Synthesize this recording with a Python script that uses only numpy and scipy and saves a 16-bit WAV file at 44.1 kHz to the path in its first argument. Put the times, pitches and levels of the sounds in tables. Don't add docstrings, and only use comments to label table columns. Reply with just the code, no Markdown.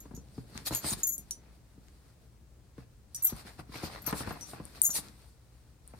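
import sys
import numpy as np
from scipy import signal
from scipy.fft import rfft, irfft, next_fast_len
from scipy.io import wavfile
from scipy.ndimage import uniform_filter1d, map_coordinates

SR = 44100
rng = np.random.default_rng(int(sys.argv[2]) if len(sys.argv) > 2 else 0)


def inscribe(sig):
    pcm = np.round(np.clip(np.atleast_2d(sig).T, -1, 1) * 32767)
    wavfile.write(sys.argv[1], SR, pcm.astype(np.int16))


N = 264159

# mode frequency in Hz, level in dB, t60 in seconds.
LOW_MODES = [(5922, -2.5, .125), (8511, -13, .07), (9060, -15, .09)]
MIDDLE_MODES = [(6756, 0, .15), (6850, -19, .08), (15550, -21, .12)]
HIGH_MODES = [(12640, 0, .1), (12890, -16, .08), (10920, -23, .09), (15570, -22, .11)]
# start in seconds, low, middle and high note levels in dB,
# rattle length in seconds, left over right in dB.
TAG_CLINKS = [(.003, -58, -53.5, -49, .004, 0), (.149, -58, -52.5, -53, 0.0034, -2),
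              (.164, -50.5, -56, -58, .003, 3), (.728, -62, -42, -41.5, .003, 3),
              (.749, -51, -37, -35.5, 0.024, 2.5), (.905, -45.5, -37.5, -56, 0.0022, 1),
              (1.0327, -48, -28, -34.5, 0.0067, 2), (1.07, -61, -35.5, -28, .028, 6),
              (1.121, -66, -37, -37.5, .022, 10.5), (1.1803, -50, -57, -42, .002, 1.5),
              (1.3088, -34, -45, -52, 0.0052, 0), (3.147, -39, -50, -40.5, .018, 1.5),
              (3.223, -70, -54, -32, 0.02, -5), (3.245, -70.5, -47, -19, .009, 1.5),
              (3.27, -37.5, -39, -26.5, .006, 4.5), (4.0195, -75, -65.5, -48, .003, 7),
              (4.064, -39.5, -54, -33.5, 0.011, 14), (4.32, -75, -70, -49.5, .003, 11),
              (4.41, -43, -68, -63, 0.024, 5), (4.825, -54, -43, -33, .004, 0),
              (4.834, -52, -39, -26, .008, 5), (4.8456, -49.5, -26.5, -29.5, .024, 5.5),
              (4.903, -36, -33, -38.5, .01, 6.5)]
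# start in seconds, level in dB.
RING_SNAPS = [(0.7492, -16), (1.0694, -24), (1.1802, -26.5), (1.3089, -24), (3.1462, -30), (3.1632, -29),
              (3.2364, -19), (3.2514, -16), (3.3648, -39), (4.1101, -31.5), (4.6533, -34), (4.8174, -5.5),
              (4.8544, -14), (4.8668, -15.5), (5.8765, -38)]
CLAW_CATCHES = [(0.286, -57), (0.577, -30), (1.884, -49.5), (4.044, -44), (4.128, -33.5), (5.085, -45.5)]
# start in seconds, level in dB, relative slap level in dB.
PAW_LANDINGS = [(0.055, -39, -18), (0.11, -38, -17.5), (0.137, -32.5, -24.5), (0.175, -34.5, -28.5),
                (0.38, -27.5, -28), (0.554, -34.5, -18.5), (0.708, -27, -14.5), (0.723, -30, -9),
                (0.843, -27, -10), (0.918, -26, -22), (1.778, -43, -24.5), (2.781, -34.5, -20.5),
                (3.324, -27, -20), (3.45, -39.5, -15), (3.592, -34.5, -11), (3.693, -37.5, -23),
                (3.755, -36.5, -10), (3.833, -26.5, -16), (4.075, -29, -9), (4.127, -23.5, -6),
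                (4.206, -33.5, -4.5), (4.274, -29.5, -9.5), (4.308, -30.5, -7), (4.533, -37.5, -6),
                (4.599, -33.5, -12.5), (4.893, -40.5, -5.5), (4.984, -35, -11.5), (5.936, -42, -7.5)]
# frequency in Hz, level in dB, t60 in seconds.
MATTRESS_MODES = [(61.5, -8.5, 0.23), (126.5, -2, 0.099), (180, -4, 0.088), (262.6, 0.5, 0.063),
                  (444.6, -9.5, 0.061)]
# centre and half length in seconds,
# level and brightness in dB.
CLOTH_SLIDES = [(0.376, .035, -69, 4.5), (0.571, .03, -52.5, -6.5), (.674, 0.0098, -41, 10),
                (0.744, 0.021, -44.5, 3.5), (0.859, 0.02, -43, 4.5), (0.897, 0.023, -48, 14),
                (0.93, 0.0063, -40.5, 5.5), (0.997, 0.016, -63, 14.5), (1.45, 0.05, -65.5, -17),
                (2.8, .025, -64.5, -7), (3.232, 0.057, -63.5, 1), (3.302, 0.0072, -52, 2),
                (3.388, .03, -59, -10), (3.479, 0.018, -52, -5.5), (3.598, .01, -52, -6),
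                (3.77, 0.0344, -44, -8.5), (3.853, 0.02, -43.5, -3.5), (3.939, 0.033, -47.5, -11),
                (4.089, .018, -40.5, -6.5), (4.19, 0.025, -49, 8), (4.275, 0.076, -47.5, -20.5),
                (4.498, 0.027, -63.5, 13), (4.569, 0.028, -55, -21), (4.767, 0.017, -52.5, -6.5),
                (4.965, 0.018, -50, 21), (5.2, 0.096, -70.5, 2.5)]
# time in seconds, heave level in dB, rustle level in dB.
WEIGHT_SHIFTS = [(0.0, -58, -62), (0.37, -63.5, -67), (0.6, -54.5, -56.5), (0.78, -61, -50),
                 (0.98, -57, -56.5), (1.22, -62.5, -67), (1.47, -64.5, -73.5), (2.08, -68, -66),
                 (2.45, -68.5, -83), (3.19, -71.5, -75.5), (3.32, -66, -49), (3.65, -63, -69),
                 (3.99, -56, -59), (4.27, -54.5, -54), (5.1, -63, -57.5), (5.32, -71.5, -71.5),
                 (5.79, -72, -75.5), (5.99, -63, -56)]
# frequency in Hz, relative spectral density in dB.
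CLICK_SPECTRUM = [(2000, -49), (4500, -53.5), (6500, -23), (7800, -1), (8700, -6), (9500, 6),
                  (10700, -15.5), (14000, -9), (16500, -37.5)]
CLACK_SPECTRUM = [(2500, -25), (4200, -2.5), (7000, -6), (11500, -2), (16000, -19)]
SLAP_SPECTRUM = [(150, 5.5), (450, 1.5), (850, 5), (1300, -1), (2500, -14.5), (6000, -37), (15000, -41.5)]
CRUMPLE_SPECTRUM = [(200, -7.5), (450, -4.5), (900, -3), (1400, -4), (2600, -9), (4500, -33.5),
                    (10000, -54)]
SCRATCH_SPECTRUM = [(1500, -15.5), (3000, -8), (4300, 2.5), (5500, -3.5), (7000, -14.5), (12000, -28)]
FIZZ_SPECTRUM = [(4000, -15.5), (7000, -0.5), (9200, 7), (10800, -1), (14500, 0), (16000, -27)]
HEAVE_SPECTRUM = [(40, -3), (90, 0.5), (220, -2.5), (400, -12), (800, -21), (2000, -67.5)]
AIR_SPECTRUM = [(20, -35), (45, 0.5), (70, 1), (95, -10.5), (125, -5.5), (180, -22.5), (300, -22),
                (500, -25.5), (1000, -32), (3000, -38.5), (9000, -38.5), (11000, -44.5), (16000, -43)]
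# frequency in Hz, level in dB.
MAINS_TONES = [(59, -59), (120, -64.5)]
# frequency in Hz, t60 in seconds.
ROOM_DECAY = [(150, 0.22), (2000, 0.25), (8000, 0.14), (16000, 0.12)]
# frequency in Hz, correlation from 0 to 1.
MIC_LIKENESS = [(60, 0.86), (200, 0.91), (500, 0.6), (1000, 0.41), (2000, 0.28), (6000, 0.026)]

BOUNCE_GAP_S, BOUNCE_DB, BOUNCE_SCATTER_DB = .009, -9, 0.5
RESTRIKE_DB, RESTRIKE_RAD = 1.5, 1.2
SETTLE_DB, SETTLE_S = -1.5, .008
PATTER_PER_S, PATTER_DB, PATTER_SLAP_DB = 6.3, 8.5, -16
SCRATCH_SHARE = 0.54


def collar_tags(ring_db, flutter_db, clack_db, chatter_db, chatter_t60, mic_phase_rad):
    out, t = np.zeros((2, N)), np.arange(SR // 5) / SR
    next_starts = [row[0] for row in TAG_CLINKS[1:]] + [2 * N / SR]
    for (s, low, middle, high, rattle, pan), stop in zip(TAG_CLINKS, next_starts):
        ring, dying = np.zeros((2, len(t))), np.maximum(t - rattle, 0)
        gaps = BOUNCE_GAP_S * (.5 + rng.random(size=8))
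        lags = np.cumsum(gaps) - gaps[0]
        bounce = np.searchsorted(lags, np.minimum(t, rattle), side="right") - 1
        settling = amp(SETTLE_DB * (1.5 - np.exp(-dying / SETTLE_S)))
        for modes, note_db in ((LOW_MODES, low), (MIDDLE_MODES, middle), (HIGH_MODES, high)):
            throws = rng.standard_normal((2, len(lags)))[:, bounce]
            knock, jump = uniform_filter1d(throws, size=40, axis=1)
            flutter = grainy(rate=970, depth_db=flutter_db, size=len(t))
            gain = flutter * settling * amp(RESTRIKE_DB * knock)
            sway = .2 * wobble(rate=180, size=len(t)) + 0.23 * wobble(rate=2500, size=len(t))
            skew = np.array([[.5], [-.5]]) * rng.choice([-1, 1]) * rng.normal(mic_phase_rad, 0.5)
            for hz, db, t60 in modes:
                phase = 2 * np.pi * (hz * t + rng.random()) + sway + RESTRIKE_RAD * jump + skew
                ring += amp(note_db + db + ring_db) * fade(dying, t60) * gain * np.sin(phase)
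        until_next = np.clip((stop - s - t) / 0.0018 + 1, 0, 1) * np.clip(t / 0.00053, 0, 1)
        ticks = amp(low + clack_db) * fade(t, t60=0.016) * noise(CLACK_SPECTRUM, len(t))
        swing = np.linalg.norm(amp([low, middle, high]))
        for lag in lags:
            click = ring_click(rng.normal(BOUNCE_DB, BOUNCE_SCATTER_DB), rise_s=0.00055)
            add(ticks, lag, (lag < rattle) * swing * click)
        buzz = amp(chatter_db) * swing * fade(dying, chatter_t60)
        chatter = buzz * grainy(rate=640, depth_db=4.5, size=len(t)) * noise(CLICK_SPECTRUM, len(t))
        add(out, s, panned(pan) * (ticks + until_next * (ring + chatter)))
    return out


def split_ring(click_db, rise_s, pan_db):
    out = np.zeros((2, N))
    for s, db in RING_SNAPS:
        add(out, s, ring_click(db + click_db, rise_s))
    return out * panned(pan_db)


def ring_click(db, rise_s, low_hz=5500):
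    t = np.arange(SR // 50) / SR
    pulse = (t / rise_s) ** 2 * np.exp(2 - 2 * t / rise_s)
    burst = pulse * noise(CLICK_SPECTRUM, len(t))
    snap = filtered(burst, lambda hz: 1 / np.sqrt(1 + (low_hz / (hz + 1)) ** 8))
    return amp(db) * np.std(pulse) * unit(snap)


def paws(steps, thump_db, slap_db, slap_t60, settle_db, settle_t60, rise_s):
    out, t = np.zeros((2, N)), np.arange(SR // 4) / SR
    for s, db, slap in steps:
        tuning = np.exp(rng.normal(0, 0.11))
        modes = sum((-1) ** k * amp(level) * fade(t, t60) * np.sin(2 * np.pi * hz * tuning * t)
                    for k, (hz, level, t60) in enumerate(MATTRESS_MODES))
        thump = amp(thump_db) * modes * (1 - np.exp(-t / rise_s))
        decay = fade(t, slap_t60) + amp(settle_db) * fade(t, settle_t60)
        cover = amp(slap + slap_db) * decay * noise(SLAP_SPECTRUM, len(t))
        add(out, s, amp(db) * (thump + cover))
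    return out


def patter():
    times, heave, _ = np.transpose(WEIGHT_SHIFTS)
    spacing, softness = rng.random(size=(60, 2)).T
    moments = np.cumsum(.5 + spacing) / PATTER_PER_S
    levels = np.interp(moments, times, heave) + PATTER_DB - 6 * softness
    return [(s, db, PATTER_SLAP_DB) for s, db in zip(moments, levels)]


def claws(t60):
    out, t = np.zeros((2, N)), np.arange(SR // 20) / SR
    spectrum = [(500, -5.0), (3000, 3), (9000, 0.5), (16000, -24)]  # Hz, dB
    for s, db in CLAW_CATCHES:
        add(out, s, amp(db) * fade(t, t60) * noise(spectrum, len(t)))
    return out


def slides(crumple_db, scratch_db, fizz_db, release_ratio):
    t, power = np.arange(N) / SR, np.zeros((3, N))
    for s, half, db, bright in CLOTH_SLIDES:
        u = (t - s) / half
        swell = np.exp(-np.minimum(np.where(u < 0, u, u / release_ratio) ** 2, 50))
        levels = db + bright * np.array([[0], [SCRATCH_SHARE], [1]])
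        power += amp(levels) ** 2 * swell
    crumple, scratch, fizz = np.sqrt(power)
    crumple *= grainy(rate=300, depth_db=3.5)
    folds = amp(crumple_db) * crumple * patchy(noise(CRUMPLE_SPECTRUM), depth_db=3)
    threads = amp(scratch_db) * scratch * patchy(noise(SCRATCH_SPECTRUM), depth_db=2)
    fibres = amp(fizz_db) * fizz * patchy(noise(FIZZ_SPECTRUM), depth_db=4.5)
    return folds + grainy(rate=980, depth_db=1.5) * (threads + fibres)


def bedding(heave_db, rustle_db, nap_db):
    weight, shifting = curves(WEIGHT_SHIFTS)
    lumps = grainy(rate=40, depth_db=2.2)
    heave = amp(weight + heave_db) * lumps * noise(HEAVE_SPECTRUM)
    cover = noise(CRUMPLE_SPECTRUM) + amp(nap_db) * (noise(SCRATCH_SPECTRUM) + noise(FIZZ_SPECTRUM))
    catching = grainy(rate=20, depth_db=3.4) * grainy(rate=620, depth_db=1.5)
    return heave + amp(shifting + rustle_db) * catching * cover


def walls(x, delay_s):
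    hz, t, z = signal.stft(rng.standard_normal((2, SR // 3)), SR, nperseg=256)
    tail = signal.istft(z * fade(t, along(ROOM_DECAY, hz)[:, None]), SR, nperseg=256)[1]
    tail = np.pad(tail / np.linalg.norm(tail[0]), ((0, 0), (round(delay_s * SR), 0)))
    return signal.fftconvolve(x.mean(0)[None], tail, axes=1)[:, :N]


def room_tone(air_db):
    t = np.arange(N) / SR
    hum = sum(amp(db + 1.5 * wobble(1.3)) * np.sin(2 * np.pi * hz * t + 0.21 * wobble(1.5))
              for hz, db in MAINS_TONES)
    return amp(air_db) * noise(AIR_SPECTRUM) + hum


def noise(spectrum, size=N):
    def response(hz):
        turn = np.arccos(np.clip(along(MIC_LIKENESS, hz), -1, 1)) / 2
        return amp(along(spectrum, hz)) * [np.cos(turn), np.sin(turn)]
    mid, side = filtered(rng.standard_normal((2, size)), response)
    return unit(np.array([mid + side, mid - side]))


def patchy(x, depth_db):
    z = signal.stft(x, nperseg=512)[2]
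    field = uniform_filter1d(rng.standard_normal(z.shape[1:]), size=4, axis=0)
    field = uniform_filter1d(field, size=7, axis=1)
    return unit(signal.istft(z * amp(depth_db * unit(field)), nperseg=512)[1][:, :N])


def grainy(rate, depth_db, size=N):
    return unit(amp(depth_db * wobble(rate, size)))


def wobble(rate, size=N):
    knots = rng.standard_normal(int(size * rate / SR) + 4)
    return map_coordinates(knots, [np.arange(size) * rate / SR])


def panned(db):
    db = np.clip(db, -14, 14)
    return unit(amp([[db / 2], [-db / 2]]))


def fade(t, t60):
    return np.exp(-np.log(1000) * t / t60)


def filtered(x, response):
    n = x.shape[-1]
    m = next_fast_len(n + 4096)
    return irfft(rfft(x, m) * response(np.fft.rfftfreq(m, 1 / SR)), m)[..., :n]


def along(points, hz):
    f, v = np.transpose(points)
    return np.interp(np.log(hz + 1), np.log(f + 1), v)


def curves(rows):
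    s, *cols = np.transpose(rows)
    return [np.interp(np.arange(N) / SR, s, c) for c in cols]


def add(track, s, sound):
    part = track[:, max(round(s * SR), 0):][:, :sound.shape[-1]]
    part += sound[..., :part.shape[-1]]


def amp(db):
    return 10 ** (np.asarray(db) / 20)


def unit(x):
    return x / np.sqrt(np.mean(x ** 2) + 1e-20)


def scene():
    collar = collar_tags(ring_db=3.0, flutter_db=2.0, clack_db=1.5, chatter_db=-19.0,
                         chatter_t60=0.12, mic_phase_rad=1.54)
    collar += split_ring(click_db=-2, rise_s=0.00063, pan_db=4.5)
    cloth = paws(list(PAW_LANDINGS) + patter(), thump_db=-4.5, slap_db=3, slap_t60=0.063,
                 settle_db=-17.5, settle_t60=0.19, rise_s=0.00048)
    cloth += claws(t60=0.0072)
    cloth += slides(crumple_db=-0.5, scratch_db=0.0, fizz_db=-0.9, release_ratio=1.11)
    cloth += bedding(heave_db=2.5, rustle_db=-6.0, nap_db=-1.0)
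    bed_and_room = cloth + amp(-10.5) * walls(cloth, delay_s=.006) + room_tone(air_db=-57)
    return collar + amp(-5) * walls(collar, delay_s=0.0036) + bed_and_room * panned(db=2.0)


def record(dry):
    ceiling, low_cut_hz, top_hz = .8, 30, 16300
    rounded = dry / (1 + (dry / ceiling) ** 4) ** (1 / 4)
    return filtered(rounded, lambda hz: (1j * hz / (low_cut_hz + 1j * hz)) ** 2 * (hz < top_hz))


dry = scene()
out = record(dry)
inscribe(out)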